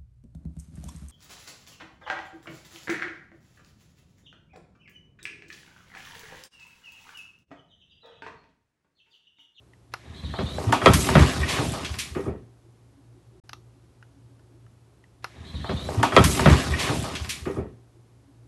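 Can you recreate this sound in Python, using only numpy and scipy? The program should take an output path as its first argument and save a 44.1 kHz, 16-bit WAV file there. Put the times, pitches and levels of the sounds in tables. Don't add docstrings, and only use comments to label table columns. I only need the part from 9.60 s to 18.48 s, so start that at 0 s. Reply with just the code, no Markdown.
import sys
import numpy as np
from scipy import signal
from scipy.fft import rfft, irfft
from scipy.io import wavfile
from scipy.ndimage import uniform_filter1d

SR = 44100
rng = np.random.default_rng(int(sys.argv[2]) if len(sys.argv) > 2 else 0)


def generate_wav(signal):
    frames = np.transpose(np.atleast_2d(signal))
    scaled = np.clip(frames, -1, 1) * 32767
    pcm = np.round(scaled).astype(np.int16)
    wavfile.write(sys.argv[1], SR, pcm)


N = 391475

LOOP_N = 233964
SILENCE_FROM_S, SILENCE_TO_S = 3.801, 3.837
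BAND_LIMIT_HZ = 12150
AIR_DB = -59.5
ROOM_DB = -12.5

# f/Hz, relative density/dB per Hz
AIR_SPECTRUM = [(15, -46.5), (30, -27.5), (50, -9), (70, -8.5), (95, -6.5), (150, -11.5), (240, -17),
                (370, -15), (450, -20.5), (1220, -29), (1800, -34.5), (11500, -42), (12800, -59)]
# f/Hz, rms wavering/dB, rms level/dB
HUM_PARTIALS = [(62.6, 0, -67.5), (117.3, 3.5, -57), (277, 6, -75)]
# f/Hz, t60/s
ROOM_T60 = [(100, 0.34), (500, 0.28), (2000, 0.12), (6000, 0.25), (12000, 0.26)]

# t/s, peak level/dB, f/Hz, peak level of sharp edge/dB
TICK_EVENTS = [(0.134, -46, 1960, -70), (0.3379, -20.5, 1080, -25), (3.8928, -32, 1370, -32.5),
               (3.9315, -27.5, 1200, -28.5), (4.426, -41, 1480, -60), (4.794, -53, 1390, -64),
               (5.064, -50, 1368, -72)]

# f/Hz, relative density/dB per Hz
WHIRR_SPECTRUM = [(350, -37), (600, 5), (1460, -6), (1680, 6.5), (3980, -2.5), (5690, -7), (11400, -18),
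                  (12500, -34.5), (22000, -120)]
# t/s, f after the catch/Hz, climb/Hz per s, whine gain at the catch/dB
GEAR_CATCHES = [(0.346, 3700, 490, -80), (.46, 3750, 600, -63), (0.545, 3930, 1480, -51),
                (0.645, 3640, 5580, -47), (0.759, 3730, 4670, -44), (0.857, 3520, 3800, -41),
                (0.94, 3930, 2500, -48)]
WHIRR_STAGES_DB = (-59, -56, -59, -57.5)
MOTOR_ON_S, MOTOR_GRIP_S, MOTOR_FULL_S, MOTOR_OFF_S = 0.31, 0.59, 0.91, 1.01
WHINE_FADE_DB_PER_S, WHINE_FLICKER_DB = 12.0, 2
CATCH_S = 0.0067

# t/s, paw level/dB, scuff level/dB, skid level before tilt and patches/dB, skid tilt/dB per octave
SCRAMBLE_CURVES = [(0.42, -55, -52.5, -75, -20), (0.56, -46, -56, -57.5, -1.5),
                   (0.8, -34.5, -47.5, -51, -2), (1.04, -32.5, -34, -44.5, 2),
                   (1.2, -37, -35.5, -45.5, -3.5), (1.27, -28.5, -28.5, -32, 0),
                   (1.33, -28.5, -34, -29.5, -4), (1.41, -28.5, -33.5, -36, 7), (1.5, -30, -31, -31, 0.5),
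                   (1.54, -25.5, -26.5, -32.5, -3), (1.6, -31, -27.5, -26.5, -3),
                   (1.79, -32, -36.5, -38, 1.5), (1.85, -28.5, -36.5, -36.5, -2.5),
                   (1.96, -35.5, -34.5, -32.5, -4.5), (2.08, -32, -39.5, -40.5, 5),
                   (2.24, -33.5, -41, -41.5, -0.5), (2.5, -47, -56.5, -50, 1.5),
                   (2.67, -42.5, -38, -62.5, 6.5), (2.76, -48, -51, -72, -6.5), (2.93, -65, -100, -85, -7)]
# f/Hz, relative density/dB per Hz
SKID_SPECTRUM = [(410, -33), (700, -8), (935, -10.5), (1050, 0), (1330, -11), (1820, -4.5), (3700, -7.5),
                 (9470, -16), (11800, -20), (12500, -30), (22000, -120)]
# f/Hz, width/Hz, relative level/dB
FLOOR_RESONANCES = [(73, 21, 1.5), (96, 40, 0.5), (125, 22, 0), (165, 53, -1), (218.8, 75, -3)]
# f/Hz, width/Hz, relative level/dB
SHELL_RESONANCES = [(255, 28, 1.5), (297, 25, 3), (376, 48, 4), (510, 55, -1), (636, 79, 0), (816, 50, -7),
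                    (909, 38, -7), (1177, 210, -1.5), (1337, 69, -5.5), (1540, 78, -10), (1874, 41, -4.5),
                    (2330, 300, 1.5), (2520, 370, -0.5), (3284, 76, 2.5), (4280, 130, -10.5)]

# t/s, peak level/dB, centre f/Hz, shake t60/s before shortening,
# level of the paw rumble that follows, before its rise and fall/dB
LANDINGS = [(0.485, -34.5, 87, 0.27, -56.5), (0.626, -21.5, 77, 0.54, -30.5),
            (0.785, -24.5, 170, 0.36, -23), (1.058, -13.5, 96, 0.18, -23.5),
            (1.26, -13.5, 118.1, 0.3, -9.5), (1.34, -24.5, 133, 0.16, -25), (1.551, -7, 157, 0.19, -7.5),
            (1.594, -5.5, 72.4, .35, -21), (1.79, -20.5, 71.4, .2, -48), (1.979, -20, 129, 0.19, -29),
            (2.289, -22.5, 82, 0.2, -61), (2.496, -32, 73, 0.21, -69), (2.556, -28.5, 199, 0.33, -29),
            (2.668, -40, 160.7, 0.29, -27)]
RUMBLE_RISE_S, RUMBLE_FALL_DB_PER_S = 0.011, 237.5
JOSTLE_DB = -15
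PAW_PUSH_CYCLES, PAW_SHAKE = 1.8, 0.08

# t/s, peak level/dB, centre f/Hz, reach/octaves, rattle t60/s,
# ring share against knock/0-1, peak crack level/dB, rise/s
BLOW_EVENTS = [(0.738, -24.5, 900, 0.8, 0.16, 0.63, -61.5, .0003),
               (.787, -17.5, 690, 0.92, 0.22, 0.56, -62, .0003),
               (.79, -32.5, 2700, 0.4, 0.12, 0.3, -60, 0.0033),
               (.982, -21, 800, 0.4, 0.02, 0.57, -59, .0003),
               (1.125, -7, 915, 0.24, 0.18, 0.37, -19, 0.00063),
               (1.216, -17, 1170, 0.88, 0.14, 0.7, -52.5, .0003),
               (1.259, 1.5, 910, 1.37, 0.14, 0.53, -26, 0.00043),
               (1.278, -14.5, 1350, 0.13, 0.24, .7, -50.5, .002),
               (1.335, -9.5, 3400, 1.4, 0.084, 0.3, -15.5, 0.00024),
               (1.489, -12, 985, 0.64, 0.074, 0.36, -21, .0003),
               (1.553, -3, 610, 1.5, 0.26, 0.47, -31.5, .0005),
               (1.827, -17, 2000, 0.3, 0.078, 0.55, -48, .014),
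               (1.982, -22.5, 1100, 0.4, 0.045, 0.5, -46, 0.0033),
               (1.987, -16.5, 456, 0.79, 0.46, 0.3, -60, 0.0016),
               (2.134, -24, 940, 0.73, 0.3, 0.66, -55, 0.0049),
               (2.247, -27, 3360, 0.53, 0.24, 0.32, -27, 0.0012),
               (2.341, -26.5, 1700, 0.7, 0.064, 0.17, -54, .001),
               (2.549, -30, 1500, 0.48, 0.3, 0.48, -72, .002),
               (2.555, -19.5, 400, 0.42, 0.19, 0.75, -72, 0.0078),
               (2.57, -29, 904, 0.39, 0.14, 0.42, -72, 0.0029),
               (2.658, -41.5, 1490, 0.61, 0.32, 0.33, -72, 0.0047),
               (2.662, -22, 393, 0.56, 0.33, 0.65, -76, .002)]
# t/s, starting level/dB, tilt above 2.5 kHz/dB per octave, t60/s, rise/s
SLIP_EVENTS = [(1.122, -25.5, -10, .3, 0.00087), (1.336, -20.5, -0.5, 0.28, .0012),
               (1.449, -34, 4, 0.75, .004), (1.879, -23, -8, 0.52, 0.014), (2.246, -30, -13, 0.14, 0.0018),
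               (2.386, -25, -3.5, 0.14, 0.0019), (2.394, -28, -6.5, 0.28, 0.0026)]


def gain_of(db):
    return 10 ** (np.asarray(db) / 20)


def evened(x):
    return x / np.sqrt(np.mean(x ** 2) + 1e-20)


def peaked(x):
    return x / (abs(x).max() + 1e-20)


def read(points, hz):
    f, value = np.transpose(points)
    return np.interp(np.log(hz + 1), np.log(f + 1), value)


def curves(rows):
    s, *columns = np.transpose(rows)
    t = np.arange(s[0], s[-1], 1 / SR)
    return s[0], [np.interp(t, s, c) for c in columns]


def add(mix, s, sound):
    part = mix[round(s * SR):][:len(sound)]
    part += sound[:len(part)]


def drift(size, per_s):
    span = round(SR / per_s)
    once = uniform_filter1d(rng.standard_normal(size), span)
    return evened(uniform_filter1d(once, span))


def grit(size, per_s, spread_db, hiss):
    strength = gain_of(spread_db * np.minimum(rng.exponential(1, size), 4))
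    taps = strength * (rng.random(size) < per_s / SR)
    return evened(taps * rng.choice([-1, 1], size)) + hiss * rng.standard_normal(size)


def burst(rise_s, t60, length_s=0.9):
    t = np.arange(round(length_s * SR)) / SR
    return rng.standard_normal(len(t)) * (1 - np.exp(-t / rise_s)) * gain_of(-60 * t / t60)


def coloured(x, points):
    hz = np.fft.rfftfreq(len(x), 1 / SR)
    return evened(irfft(rfft(x) * gain_of(read(points, hz)), len(x)))


def above(x, hz, order=2):
    return signal.sosfilt(signal.butter(order, hz, "high", fs=SR, output="sos"), x)


def band(x, centre_hz, octaves):
    edges = np.clip(centre_hz * 2.0 ** np.array([-octaves, octaves]), 20, 0.45 * SR)
    return signal.sosfilt(signal.butter(3, edges, "band", fs=SR, output="sos"), x)


def bump(hz, centre_hz, octaves):
    return -6 * (np.log2(hz / centre_hz) / octaves) ** 2


def resonate(x, hz, width):
    turn = np.exp(2j * np.pi * np.cumsum(hz * np.ones(len(x))) / SR)
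    r = np.exp(-np.pi * width / SR)
    return 2 * (turn * signal.lfilter([1 - r], [1, -r], x / turn + 1e-18)).real


def body(x, modes):
    return sum((-1) ** k * gain_of(db) * resonate(x, hz, width) / np.sqrt(width)
               for k, (hz, width, db) in enumerate(modes))


def quiet():
    air = gain_of(AIR_DB) * coloured(rng.standard_normal(LOOP_N), AIR_SPECTRUM)
    t = np.arange(LOOP_N) / SR
    hum = sum(gain_of(db + waver_db * drift(LOOP_N, 22.0)) * np.sqrt(2) * np.sin(2 * np.pi * hz * t)
              for hz, waver_db, db in HUM_PARTIALS)
    drone = evened(band(rng.standard_normal(LOOP_N), 350.0, 0.16))
    drone = gain_of(-73.0 + 6.5 * drift(LOOP_N, 14.0)) * drone
    return np.roll(air + hum + drone, round(SILENCE_TO_S * SR))


def ticks(mix):
    for s, db, hz, edge_db in TICK_EVENTS:
        snap = burst(0.00048, 0.021, 0.04)
        snap[30] += 3.0
        modes = body(snap, [(hz, 240.0, 0), (2200.0, 350.0, -7), (850.0, 300.0, -11)])
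        click = above(peaked(modes), 400.0) + 0.31 * peaked(band(snap, 2480.0, 0.3))
        edge = band(snap, 3070.0, 1.0) + 0.2 * above(snap, 4800.0)
        add(mix, s, gain_of(db) * peaked(click))
        add(mix, s, gain_of(edge_db) * peaked(edge))


def room(x):
    taps = np.zeros(SR // 2)
    at = np.arange(150, len(taps) - 20, 20)
    taps[at + rng.integers(0, 20, len(at))] = rng.choice([-1.0, 1.0], len(at))
    hz, t, z = signal.stft(taps, SR, nperseg=256)
    decay = gain_of(-60 * t / read(ROOM_T60, hz)[:, None])
    tail = signal.istft(z * decay, SR, nperseg=256)[1]
    return signal.fftconvolve(x, tail / np.linalg.norm(tail))[:len(x)]


def motor():
    t = np.arange(MOTOR_ON_S, MOTOR_OFF_S, 1 / SR)
    at, start_hz, climb, catch_db = np.transpose(GEAR_CATCHES)
    last = np.clip(np.searchsorted(at, t) - 1, 0, None)
    since = t - at[last]
    hz = start_hz[last] + climb[last] * since
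    whine_db = catch_db[last] - WHINE_FADE_DB_PER_S * since + WHINE_FLICKER_DB * drift(len(t), 54.0)
    stages = (MOTOR_ON_S, MOTOR_GRIP_S, MOTOR_FULL_S, MOTOR_OFF_S)
    span = round(CATCH_S * SR)
    whirr_db = np.interp(t, stages, WHIRR_STAGES_DB)
    return uniform_filter1d(hz, span), uniform_filter1d(whine_db, span), whirr_db


def car(mix):
    hz, whine_db, whirr_db = motor()
    teeth = grit(len(hz), per_s=3700, spread_db=7.5, hiss=2.4)
    hz = hz * (1 + 0.014 * drift(len(hz), 60.0))
    mesh = evened(resonate(resonate(teeth, hz, 110.0), hz, 190.0))
    second_pair = evened(resonate(teeth, 0.83 * hz, 90.0))
    core = np.sin(2 * np.pi * np.cumsum(hz) / SR)
    broad = evened(band(teeth, 3720.0, 0.25))
    whine = 0.5 * mesh + 0.32 * second_pair + 0.31 * core + 0.59 * broad
    whirr = coloured(teeth, WHIRR_SPECTRUM)
    fade = signal.windows.tukey(len(hz), 0.06)
    add(mix, MOTOR_ON_S, fade * (gain_of(whine_db) * whine + gain_of(whirr_db) * whirr))


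def rumble(s, size):
    t = s + np.arange(size) / SR
    swell = np.zeros(size)
    for landing in LANDINGS:
        since = np.maximum(t - landing[0], 0)
        rise = 1 - np.exp(-(since / RUMBLE_RISE_S) ** 2)
        swell += gain_of(landing[-1] - RUMBLE_FALL_DB_PER_S * since) * rise
    return swell


def skid_noise(size, bright_db):
    skid = coloured(grit(size, per_s=2500, spread_db=3.5, hiss=0.9), SKID_SPECTRUM)
    hz, t, z = signal.stft(skid, SR, nperseg=256)
    hz, frames_by_bins = hz[:, None], z.shape[::-1]
    patches = uniform_filter1d(rng.standard_normal(frames_by_bins), 8, 0)
    patches = evened(uniform_filter1d(patches, 4, 1)).T
    squeaks = evened(uniform_filter1d(rng.standard_normal(frames_by_bins), 12, 0)).T
    squeaks = squeaks * gain_of(bump(hz + 1, 1400.0, 1.1))
    tilt_db = np.log2((hz + 200) / 3000) * np.interp(t * SR, np.arange(size), bright_db)
    return signal.istft(z * gain_of(tilt_db + 2.3 * patches + 3.3 * squeaks), SR, nperseg=256)[1][:size]


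def cats(mix):
    s, (paws_db, scuff_db, skid_db, bright_db) = curves(SCRAMBLE_CURVES)
    size = len(paws_db)
    swell = rumble(s, size)
    steps = grit(size, per_s=58, spread_db=2.5, hiss=0.39)
    pound = evened(band(body(steps, FLOOR_RESONANCES), 120.0, 1.6))
    brushed = [(hz, width, db + 1.9 * drift(size, 14.0))
               for hz, width, db in SHELL_RESONANCES[:-2]]
    brushing = grit(size, per_s=600, spread_db=4.5, hiss=0.68)
    scuff = evened(band(body(brushing, brushed), 550.0, 1.55))
    running = (gain_of(paws_db) + swell) * pound
    running += (gain_of(scuff_db) + gain_of(JOSTLE_DB) * swell) * scuff
    running += gain_of(skid_db) * skid_noise(size, bright_db)
    add(mix, s, signal.windows.tukey(size, 0.04) * running)


def thuds(mix):
    for s, db, centre_hz, t60, _ in LANDINGS:
        near = [(hz, width, level + bump(hz, centre_hz, 0.36)) for hz, width, level in FLOOR_RESONANCES]
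        push = PAW_SHAKE * burst(0.004, 0.7 * t60, 0.6)
        turns = np.arange(0, PAW_PUSH_CYCLES, centre_hz / SR)
        add(push, 0, 0.11 * np.hanning(len(turns)) * np.sin(2 * np.pi * turns))
        add(mix, s, gain_of(db) * peaked(band(body(push, near), 120.0, 2.6)))


def blows(mix):
    for s, db, centre_hz, octaves, t60, share, crack_db, rise_s in BLOW_EVENTS:
        octaves, share = max(octaves, 0.15), np.clip(share, 0, 1)
        shift = 1 + 0.0074 * rng.standard_normal(len(SHELL_RESONANCES))
        near = [(hz * k, width, level + bump(hz, centre_hz, octaves))
                for k, (hz, width, level) in zip(shift, SHELL_RESONANCES)]
        push = burst(0.002, t60)
        push = 0.06 * abs(push) * grit(len(push), per_s=700, spread_db=3.0, hiss=0.54)
        push[20] += 1
        ring = band(body(push, near), centre_hz, 1.4 * octaves + 0.21)
        rise = 1 - np.exp(-np.arange(len(ring)) / SR / max(rise_s, 1e-4))
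        contact = band(burst(0.5 / centre_hz, 14 / centre_hz), 1.026 * centre_hz, octaves + 0.65)
        contact += 0.27 * band(burst(0.004, t60), centre_hz, octaves + 0.3)
        knock = rise * (share * peaked(ring) + (1 - share) * peaked(contact))
        crack = band(burst(0.0005, 0.021), 5000.0, 0.95)
        add(mix, s, gain_of(db) * peaked(knock))
        add(mix, s, gain_of(crack_db) * peaked(crack))


def slips(mix):
    t = np.arange(SR // 2) / SR
    for s, db, bright_db, t60, rise_s in SLIP_EVENTS:
        colour = [(500, -29.5), (2500, -0.5), (10000, 2 * bright_db), (20000, 3 * bright_db)]
        hiss = coloured(rng.standard_normal(len(t)), colour) * gain_of(-60 * t / t60)
        hiss = hiss + 0.08 * evened(body(hiss, SHELL_RESONANCES[-6:])) * np.std(hiss)
        add(mix, s, gain_of(db) * hiss * (1 - np.exp(-t / rise_s)))


def scene():
    near = np.zeros(LOOP_N)
    for source in (ticks, car, cats, thuds, blows, slips):
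        source(near)
    return np.resize(near + gain_of(ROOM_DB) * room(near) + quiet(), N)[None]


def record(dry):
    x = np.clip(above(dry, 50.0, order=4), -1, 1)
    t = np.arange(N) / SR
    outside_s = np.maximum(SILENCE_FROM_S - t, t - SILENCE_TO_S)
    x = x * np.clip(outside_s / 0.002, 0, 1)
    low_pass = signal.firwin(511, BAND_LIMIT_HZ, window=("kaiser", 9), fs=SR)
    return signal.oaconvolve(x, low_pass[None], "same")


dry = scene()
out = record(dry)
generate_wav(out)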